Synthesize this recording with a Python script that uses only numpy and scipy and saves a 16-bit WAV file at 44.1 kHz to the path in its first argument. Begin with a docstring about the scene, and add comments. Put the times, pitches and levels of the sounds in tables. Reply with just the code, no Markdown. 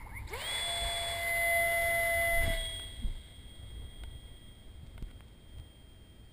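"""Hand launch of a ducted-fan jet

A small electric model is blipped, spools up to a whine in the hand, is lifted overhead and thrown.
Its motor growls at low speed, its fan sings on multiples of the shaft rate and air rushes in its duct.
It flies off over an open field; wind rumbles on a head-worn microphone, hands click on the transmitter.
Coarse sampling gives every whistle a thin mirror image in the treble."""
import sys
import numpy as np
from scipy import signal
from scipy.fft import rfft, irfft, next_fast_len
from scipy.io import wavfile

SR = 44100
rng = np.random.default_rng(int(sys.argv[2]) if len(sys.argv) > 2 else 0)


def persist_wave(psi):
    """Save psi, clipped to +-1, as 16-bit WAV."""
    counts = np.round(np.clip(psi, -1, 1) * 32767).astype(np.int16)
    wavfile.write(sys.argv[1], SR, np.atleast_2d(counts).T)


N = 279064
TIME = np.arange(N) / SR
SAMPLER_HZ = 12000


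def from_db(db):
    """Decibels to gain."""
    return 10 ** (np.asarray(db) / 20)


def unit_rms(x):
    """Scale to unit rms."""
    return x / np.sqrt(np.mean(x ** 2) + 1e-20)


def in_time(rows):
    """Each column of a timed curve at every sample."""
    times_s, *columns = np.transpose(rows)
    return [np.interp(TIME, times_s, column) for column in columns]


def bell(x, centre, width):
    """Gaussian swell of height 1."""
    return np.exp(-.5 * ((x - centre) / width) ** 2)


def low_pass(x, hz, order=2):
    """Butterworth low-pass."""
    return signal.sosfilt(signal.butter(order, hz, fs=SR, output="sos"), x + 1e-18)


def noise(spectrum):
    """Unit-rms coloured noise below half the sampler rate."""
    size = next_fast_len(N)
    hz, db = np.transpose(spectrum)
    bins_hz = np.maximum(np.arange(size // 2 + 1) * SR / size, 1)
    gain = from_db(np.interp(np.log(bins_hz), np.log(hz), db)) * (bins_hz < SAMPLER_HZ / 2)
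    return unit_rms(irfft(rfft(rng.standard_normal(size)) * gain, size)[:N])


def drift(rate_hz):
    """Unit-rms random wander."""
    return unit_rms(low_pass(rng.standard_normal(N + SR), rate_hz)[SR:])


def ring(clicks, hz, t60_s):
    """Decaying sine, height 1 per unit click."""
    r, w = np.exp(-np.log(1000) / (t60_s * SR)), 2 * np.pi * hz / SR
    return signal.lfilter([0, np.sin(w)], [1, -2 * r * np.cos(w), r * r], clicks + 1e-18)


def resonate(x, hz, width_hz):
    """Resonance with peak gain 1."""
    r, w = np.exp(-np.pi * width_hz / SR), 2 * np.pi * hz / SR
    return signal.lfilter(np.array([1, 0, -1]) * (1 - r * r) / 2, [1, -2 * r * np.cos(w), r * r], x)


def impulse(start_s):
    """One unit click."""
    return 1.0 * (np.arange(N) == round(start_s * SR))


def contact(start_s, hz):
    """Pulse of height 1, softer for lower hz."""
    pulse = low_pass(impulse(start_s), hz, order=4)
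    return pulse / pulse.max()


def tone(angle, order):
    """Unit-rms sine on a multiple of the angle."""
    return np.sqrt(2) * np.sin(order * angle + rng.uniform(0, 2 * np.pi))


# Each row: frequency in Hz, relative density in dB.
FIELD_SPECTRUM = [(20, -2.5), (200, 3), (350, -3.5), (650, -10.5), (1100, -17.5), (2200, -17),
                  (3500, -22.5), (4500, -22.5), (5500, -24), (5900, -30.5)]

def field(level_db=-61):
    """Steady hush of the open field."""
    return from_db(level_db) * noise(FIELD_SPECTRUM)


# Each row: time in seconds, level before trim in dB.
BREEZE_LEVELS = [(0, -46.5), (.6, -50.5), (1.05, -47), (1.4, -49.5), (2.1, -45.5), (2.8, -48), (3.4, -51.5),
                 (3.85, -47), (4.55, -54.5), (4.95, -50), (5.4, -58), (6.33, -58)]
# Each row: frequency in Hz, relative density in dB.
BREEZE_SPECTRUM = [(15, -0.5), (30, 0), (60, 3), (85, 0.5), (120, -6.5), (170, -23.5), (250, -20.5),
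                   (400, -26), (700, -31.5), (1500, -42.5), (5900, -86)]
# The throw makes the strongest gust. Each row: centre in seconds, width in seconds, boost in dB.
GUST_SWELLS = [(.86, .03, 3), (2.45, 0.047, 11.5), (3.07, 0.025, 5.5), (3.67, .03, 4), (4.02, 0.014, 1),
               (4.33, 0.031, 2.5), (5.59, 0.04, 9.5)]

def wind(trim_db=2.5, lumpy_db=1.3):
    """Breeze and gusts rumble at the microphone port."""
    breeze_db, = in_time(BREEZE_LEVELS)
    gusts_db = sum(db * bell(TIME, centre_s, width_s) for centre_s, width_s, db in GUST_SWELLS)
    return from_db(breeze_db + gusts_db + trim_db + lumpy_db * drift(8.1)) * noise(BREEZE_SPECTRUM)


# Each row: start in seconds, swing drive in dB, frequency in Hz, t60 in seconds, knock peak in dB.
JOLTS = [(0.839, -29, 48, .1, -62), (2.326, -30, 28.2, 0.33, -58), (2.371, -21.5, 22.5, 0.55, -56),
         (2.479, -32, 55, .07, -28), (2.501, -25, 32.8, 0.56, -29), (3.044, -18.5, 41.4, 0.08, -55),
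         (3.076, -24.5, 26.97, 0.24, -62), (4.83, -36.5, 114, 0.065, -45), (5.023, -31.5, 36, 0.21, -31.5)]

def thumps(knock_hz=240):
    """Gusts and jolts hit the microphone: a pressure swing and a dull knock."""
    out = np.zeros(N)
    for start_s, swing_db, hz, t60_s, knock_db in JOLTS:
        swing = low_pass(ring(impulse(start_s), hz, t60_s), hz=140)   # pressure builds gradually
        out += from_db(swing_db) * swing - from_db(knock_db) * contact(start_s, knock_hz)
    return out


# Each row: time in seconds, pitch in Hz, level in dB.
WHOOP_GLIDE = [(3.005, 290, -90), (3.022, 250, -50), (3.04, 219, -44), (3.06, 192, -48.5),
               (3.085, 170, -86)]

def whoop():
    """A short low tone falls ahead of one gust."""
    hz, db = in_time(WHOOP_GLIDE)
    sounding = (TIME > WHOOP_GLIDE[0][0]) & (TIME < WHOOP_GLIDE[-1][0])
    return sounding * from_db(db) * tone(2 * np.pi * np.cumsum(hz) / SR, order=1)


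# Each row: frequency in Hz, relative density in dB.
GLOVE_SPECTRUM = [(500, -14), (1900, 4), (2600, -10), (3600, -8), (5700, -18)]

def glove_rustle(centre_s=5.1, width_s=.016, level_db=-65):
    """A glove slides briefly on the plastic case."""
    return from_db(level_db) * bell(TIME, centre_s, width_s) * noise(GLOVE_SPECTRUM) * drift(400)


# Each row: start in seconds, contact peak in dB, cutoff in Hz, ringing share.
HAND_CLICKS = [(2.796, -34, 4000, 0.77), (4.036, -37, 4450, 1.04), (4.866, -49, 5500, .3),
               (4.872, -48, 5500, .2), (4.979, -38.5, 3420, 0.89), (5.026, -38.5, 5550, 0.26),
               (5.112, -45, 3500, 0.52), (5.207, -37, 2550, .05), (5.283, -48, 5500, .2),
               (5.585, -44, 5000, .2), (5.599, -43, 5000, .1)]
# Each row: frequency in Hz, gain in dB, t60 in seconds.
CASE_MODES = [(690, -10, 0.025), (910, -17.5, 0.062), (1494, -8.5, 0.019), (2105, -9, 0.023),
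              (3000, -14, 0.022), (3500, -10.5, 0.018), (4730, -25, 0.013)]

def transmitter_clicks():
    """Sharp contacts that also ring the plastic case."""
    direct, blows = np.zeros(N), np.zeros(N)
    for start_s, db, cutoff_hz, share in HAND_CLICKS:
        pulse = contact(start_s, cutoff_hz)
        direct += from_db(db) * pulse
        blows += from_db(db) * share * pulse / pulse.sum()
    return direct + sum((-1) ** k * from_db(db) * ring(blows, hz, t60_s)
                        for k, (hz, db, t60_s) in enumerate(CASE_MODES))


# A blip, then full power. Each row: start in seconds, shaft rate gained in Hz, settling in seconds.
THROTTLE_STEPS = [(.035, 150, .42), (.263, 520, .335)]

def rotor_speed(idle_hz=15, sag_hz=13.7, sag_from_s=.78, sag_time_s=1.2):
    """Shaft rate in Hz: it eases up at each throttle step, then the battery sags under load."""
    gained_hz = sum(hz * (1 - (1 - np.clip((TIME - start_s) / settle_s, 0, 1)) ** 3)
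                    for start_s, hz, settle_s in THROTTLE_STEPS)
    sag = 1 - np.exp(-np.maximum(TIME - sag_from_s, 0) / sag_time_s)
    return idle_hz + gained_hz - sag_hz * sag


# Each row: time in seconds, receding speed in m/s.
FLIGHT_SPEEDS = [(2.38, 0), (2.45, 1.9), (2.5, 5), (2.6, 7.3), (2.8, 8.8), (3.2, 10.4), (4, 10.6),
                 (5.3, 14.2), (6.33, 16.2)]

def flight(held_at_m=1.08, sound_m_per_s=343):
    """Doppler ratio and spreading gain in dB as the jet flies off."""
    away_m_per_s, = in_time(FLIGHT_SPEEDS)
    distance_m = held_at_m + np.cumsum(away_m_per_s) / SR
    return sound_m_per_s / (sound_m_per_s + away_m_per_s), 20 * np.log10(held_at_m / distance_m)


# Side facing the listener. Each row: time in seconds, aspect (0 nose, 1 abeam, 2 overhead, 3 astern).
ASPECT_PATH = [(.58, 0.57), (.73, 0.95), (1.12, 1.046), (1.27, 1.493), (1.55, 1.77), (1.68, 2.01),
               (2.4, 1.965), (2.5, 2.264), (2.63, 2.66), (2.82, 2.813), (3.06, 2.94)]
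# In the hand at top speed. Each row: aspect, then shaft tone, third order, blade tone and rush in dB.
BEAM_PATTERN = [(.5, -48.5, -44, -36, -40.5), (1, -41, -49.5, -37, -42.5),
                (1.5, -40.5, -32.5, -52.5, -44.5), (1.8, -31, -28.5, -49, -44.5),
                (2, -33.5, -31.5, -50, -44.5), (2.3, -34.5, -34.5, -37.5, -41),
                (2.7, -44.5, -43.5, -31, -41), (3, -62, -50.5, -37, -45)]

def directivity():
    """The fan beams each sound its own way: the aspect, then the four levels it selects."""
    aspect, = in_time(ASPECT_PATH)
    sides, *columns_db = np.transpose(BEAM_PATTERN)
    return aspect, [np.interp(aspect, sides, db) for db in columns_db]


# Each row: order, shaft rate in Hz where it flares, width in Hz, peak level in dB. Orders 1-4 flare at a
# critical speed; the blade tone (order 5) flares as it crosses the airframe resonance near 2.2 kHz.
SPEED_FLARES = [(1, 453, 73.6, -43), (2, 473, 63, -47), (3, 434, 86, -54), (4, 470, 56, -53),
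                (5, 440, 11, -36)]

def rotor_shake(angle, shaft_hz):
    """Orders 1-4 flare as the rotor passes a critical speed; the blade tone flares as it sweeps through an
    airframe resonance."""
    return sum(from_db(db) * bell(shaft_hz, hz, width_hz) * tone(angle, order)
               for order, hz, width_hz, db in SPEED_FLARES)


# Each row: centre in seconds, width in seconds, drive in dB, roughness 0-1, half-order share.
MOTOR_SURGES = [(.02, .035, -62, 0.6, .5), (.072, 0.011, -52.5, .3, .5), (.125, 0.01, -59.5, .2, 1.2),
                (.17, 0.023, -54, 0.3, .5), (0.278, 0.0028, -51, 0.9, .15), (.294, 0.0093, -53, 1, .15)]
# Each row: frequency in Hz, width in Hz, gain in dB.
AIRFRAME_MODES = [(895, 47, 6), (2136, 125, 13)]

def motor_growl(angle, commutations=18, rattle_db=-3, direct_db=-3):
    """Commutation sweeps up through the airframe resonances and rattles them when uneven."""
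    centre_s, width_s, drive_db, roughness, half_share = np.transpose(MOTOR_SURGES)[:, :, None]
    surges = from_db(drive_db) * bell(TIME, centre_s, width_s)
    level = surges.sum(axis=0) + 1e-12
    rough, half = [(surges * column).sum(axis=0) / level for column in (roughness, half_share)]
    stumble = rough * drift(170) / commutations
    cogging = tone(angle + stumble, commutations) + half * tone(angle, commutations / 2)
    rattle = from_db(rattle_db) * rough * drift(2800)
    airframe = sum(from_db(db) * resonate(cogging + rattle, hz, width_hz)
                   for hz, width_hz, db in AIRFRAME_MODES)
    return level * (from_db(direct_db) * cogging + airframe)


# Each row: frequency in Hz, relative density in dB.
IDLE_SPECTRUM = [(300, -24), (680, -29), (900, -1), (1400, -21), (1850, -17), (2180, -1.5), (2450, -31),
                 (2850, -29), (4700, -30), (5700, -39)]

def idle_air(shaft_hz, start_db=-54.5, fall_db_per_s=16.5, until_hz=523):
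    """Air stirred by the slow fan."""
    return from_db(start_db - fall_db_per_s * TIME) * (shaft_hz < until_hz) * noise(IDLE_SPECTRUM)


# Each row: frequency in Hz, relative density in dB.
EXHAUST_SPECTRUM = [(200, -7), (500, -7), (900, -10), (1250, -19), (1550, -41), (1830, -39), (2150, 3),
                    (2430, -19), (2780, -36), (3100, 3), (3480, 7.5), (3900, -2), (4400, -11), (5700, -18)]
# Each row: frequency in Hz, width in Hz, gain in dB.
TAILPIPE_MODES = [(2130, 90, 2), (3440, 39, -4.5), (3840, 62, -1), (3750, 70, -5)]

def exhaust_air():
    """Turbulence rings the tailpipe, heard from astern."""
    air = noise(EXHAUST_SPECTRUM)
    ringing = sum(from_db(db) * resonate(air, hz, width_hz) for hz, width_hz, db in TAILPIPE_MODES)
    return unit_rms(air + ringing)


# Rush from two sides. Each row: frequency in Hz, relative density in dB.
ABEAM_SPECTRUM = [(200, -29), (520, -4.5), (720, -7), (880, -3.5), (1130, -7), (1340, -18), (1630, -5),
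                  (1880, -5), (2150, 1.5), (2780, -17), (3550, -8.5), (4600, -11), (4880, -13.5),
                  (5700, -23.5)]
OVERHEAD_SPECTRUM = [(200, -14.5), (470, -7.5), (1080, -8), (1310, -17), (1630, -4), (1880, -7), (2110, 4),
                     (2530, -19), (2880, -10), (3550, -9), (4550, -16.5), (4800, -14.5), (5050, -16.5),
                     (5700, -27.5)]
# Each row: frequency in Hz, width in Hz, boost or cut in dB.
INTAKE_BANDS = [(900, 31, 1), (1330, 54, -10), (1620, 210, 1), (2720, 94, -8), (2840, 135, 6),
                (3560, 92, 4), (4550, 180, 4), (4790, 120, -7)]

def intake_air(aspect):
    """Turbulence coloured by the facing side and by the peaks and notches of the intake."""
    overhead = np.clip((aspect - 1) / .92, 0, 1)
    air = np.sqrt(1 - overhead) * noise(ABEAM_SPECTRUM) + np.sqrt(overhead) * noise(OVERHEAD_SPECTRUM)
    for hz, width_hz, db in INTAKE_BANDS:
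        air = air + (from_db(db) - 1) * resonate(air, hz, width_hz)
    return unit_rms(air)


def jet_rush(angle, shaft_hz, aspect, rush_db, chop=.16, gusty_db=.9, exhaust_share=.71):
    """Duct turbulence, chopped once a turn; the exhaust dominates from astern."""
    behind = exhaust_share * np.clip(2 * (aspect - 2.14), 0, 1)
    blend = np.sqrt(behind) * exhaust_air() + np.sqrt(1 - behind) * intake_air(aspect)
    air = from_db(rush_db) * blend + idle_air(shaft_hz)
    return from_db(gusty_db * drift(18.4)) * air * (1 + chop * np.sin(angle))


# Flutter close by, rms in dB: shaft tone, third order, blade tone.
NEAR_FLUTTER_DB = [0.33, 0.3, 0.8]
# One tone dips or flares as the jet is turned and thrown.
# Each row: centre in seconds, width in seconds, order, change in dB.
TONE_DIPS = [(.57, 0.047, 1, -14), (2.435, 0.027, 1, -6.5), (2.468, 0.0098, 3, -20), (1.3, 0.035, 5, -8),
             (2.02, .035, 5, -5), (2.505, 0.018, 5, 2), (2.555, 0.017, 5, -9)]
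# The far tones fade and return. Each row: time in seconds, gain in dB.
FAR_FADING = [(2.85, 0), (3.12, -7), (3.5, -1.5), (4.1, 2), (4.5, 2), (4.9, -5), (5.18, 0.5), (5.3, -3.5),
              (5.55, 3.5), (6.33, 2.5)]

def fan_whine(angle, aspect, tones_db, far_flutter_db=1.12, rasp=.11):
    """Imbalance sings at the shaft rate, the blades on higher orders; uneven air makes them flutter."""
    astern = np.clip(aspect - 2, 0, 1)
    fading_db, = in_time(FAR_FADING)
    out = np.zeros(N)
    for order, db, near_db in zip((1, 3, 5), tones_db, NEAR_FLUTTER_DB):
        flutter_db = (near_db * (1 - astern) + far_flutter_db * astern) * drift(24)
        dips_db = sum(change_db * bell(TIME, centre_s, width_s)
                      for centre_s, width_s, dip_order, change_db in TONE_DIPS if dip_order == order)
        out += from_db(db + fading_db + dips_db + flutter_db) * tone(angle, order)
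    return out * (1 + rasp * astern * drift(150))   # from astern they cross the turbulent exhaust


# Each row: order, then dB relative to the rush abeam, tilted, overhead and astern.
OVERTONE_LEVELS = [(2, -21, -18.5, -13, -48), (4, -28.5, -29, -29, -20), (6, -13.5, -18, -23, -17),
                   (7, -19, -21, -26, -21), (8, -27, -31, -18.5, -39.5)]

def fan_overtones(angle, aspect, rush_db, flutter_db=1.0):
    """Weaker rotor orders that follow the level of the rush."""
    out = np.zeros(N)
    for order, *sides_db in OVERTONE_LEVELS:
        db = np.interp(aspect, (1, 1.8, 2, 3), sides_db)
        out += from_db(rush_db + db + flutter_db * drift(4)) * tone(angle, order)
    return out


def jet(wobble=.00035, tone_db_per_octave=54, rush_db_per_octave=11):
    """One rotor drives every layer; the whine grows with speed far faster than the rush."""
    shaft_hz = rotor_speed()
    doppler, distance_db = flight()
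    heard_hz = shaft_hz * doppler * (1 + wobble * drift(20.8))
    angle = 2 * np.pi * np.cumsum(heard_hz) / SR
    octaves = np.log2(shaft_hz / shaft_hz.max())
    aspect, (*tones_db, rush_db) = directivity()
    tones_db = np.array(tones_db) + tone_db_per_octave * octaves + distance_db
    rush_db = rush_db + rush_db_per_octave * octaves + distance_db
    fan = fan_whine(angle, aspect, tones_db) + fan_overtones(angle, aspect, rush_db)
    vibration = rotor_shake(angle, shaft_hz) + motor_growl(angle)
    return fan + vibration + jet_rush(angle, shaft_hz, aspect, rush_db)


def scene():
    """The jet, the wind and the pilot's hands on a quiet field, in mono."""
    return (jet() + wind() + thumps() + whoop() + transmitter_clicks() + glove_rustle() + field())[None]


def record(dry, hold=4, cutoff_hz=15220):
    """Coarse sample-and-hold mirrors the sound into the treble; a steep low-pass cuts the top."""
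    coarse = signal.resample_poly(dry, SAMPLER_HZ, SR, axis=1)
    held = np.repeat(coarse, hold, axis=1)
    mirrored = signal.resample_poly(held, SR, hold * SAMPLER_HZ, axis=1)[:, :N]
    return signal.sosfilt(signal.ellip(12, .1, 80, cutoff_hz, fs=SR, output="sos"), mirrored)


dry = scene()
out = record(dry)
persist_wave(out)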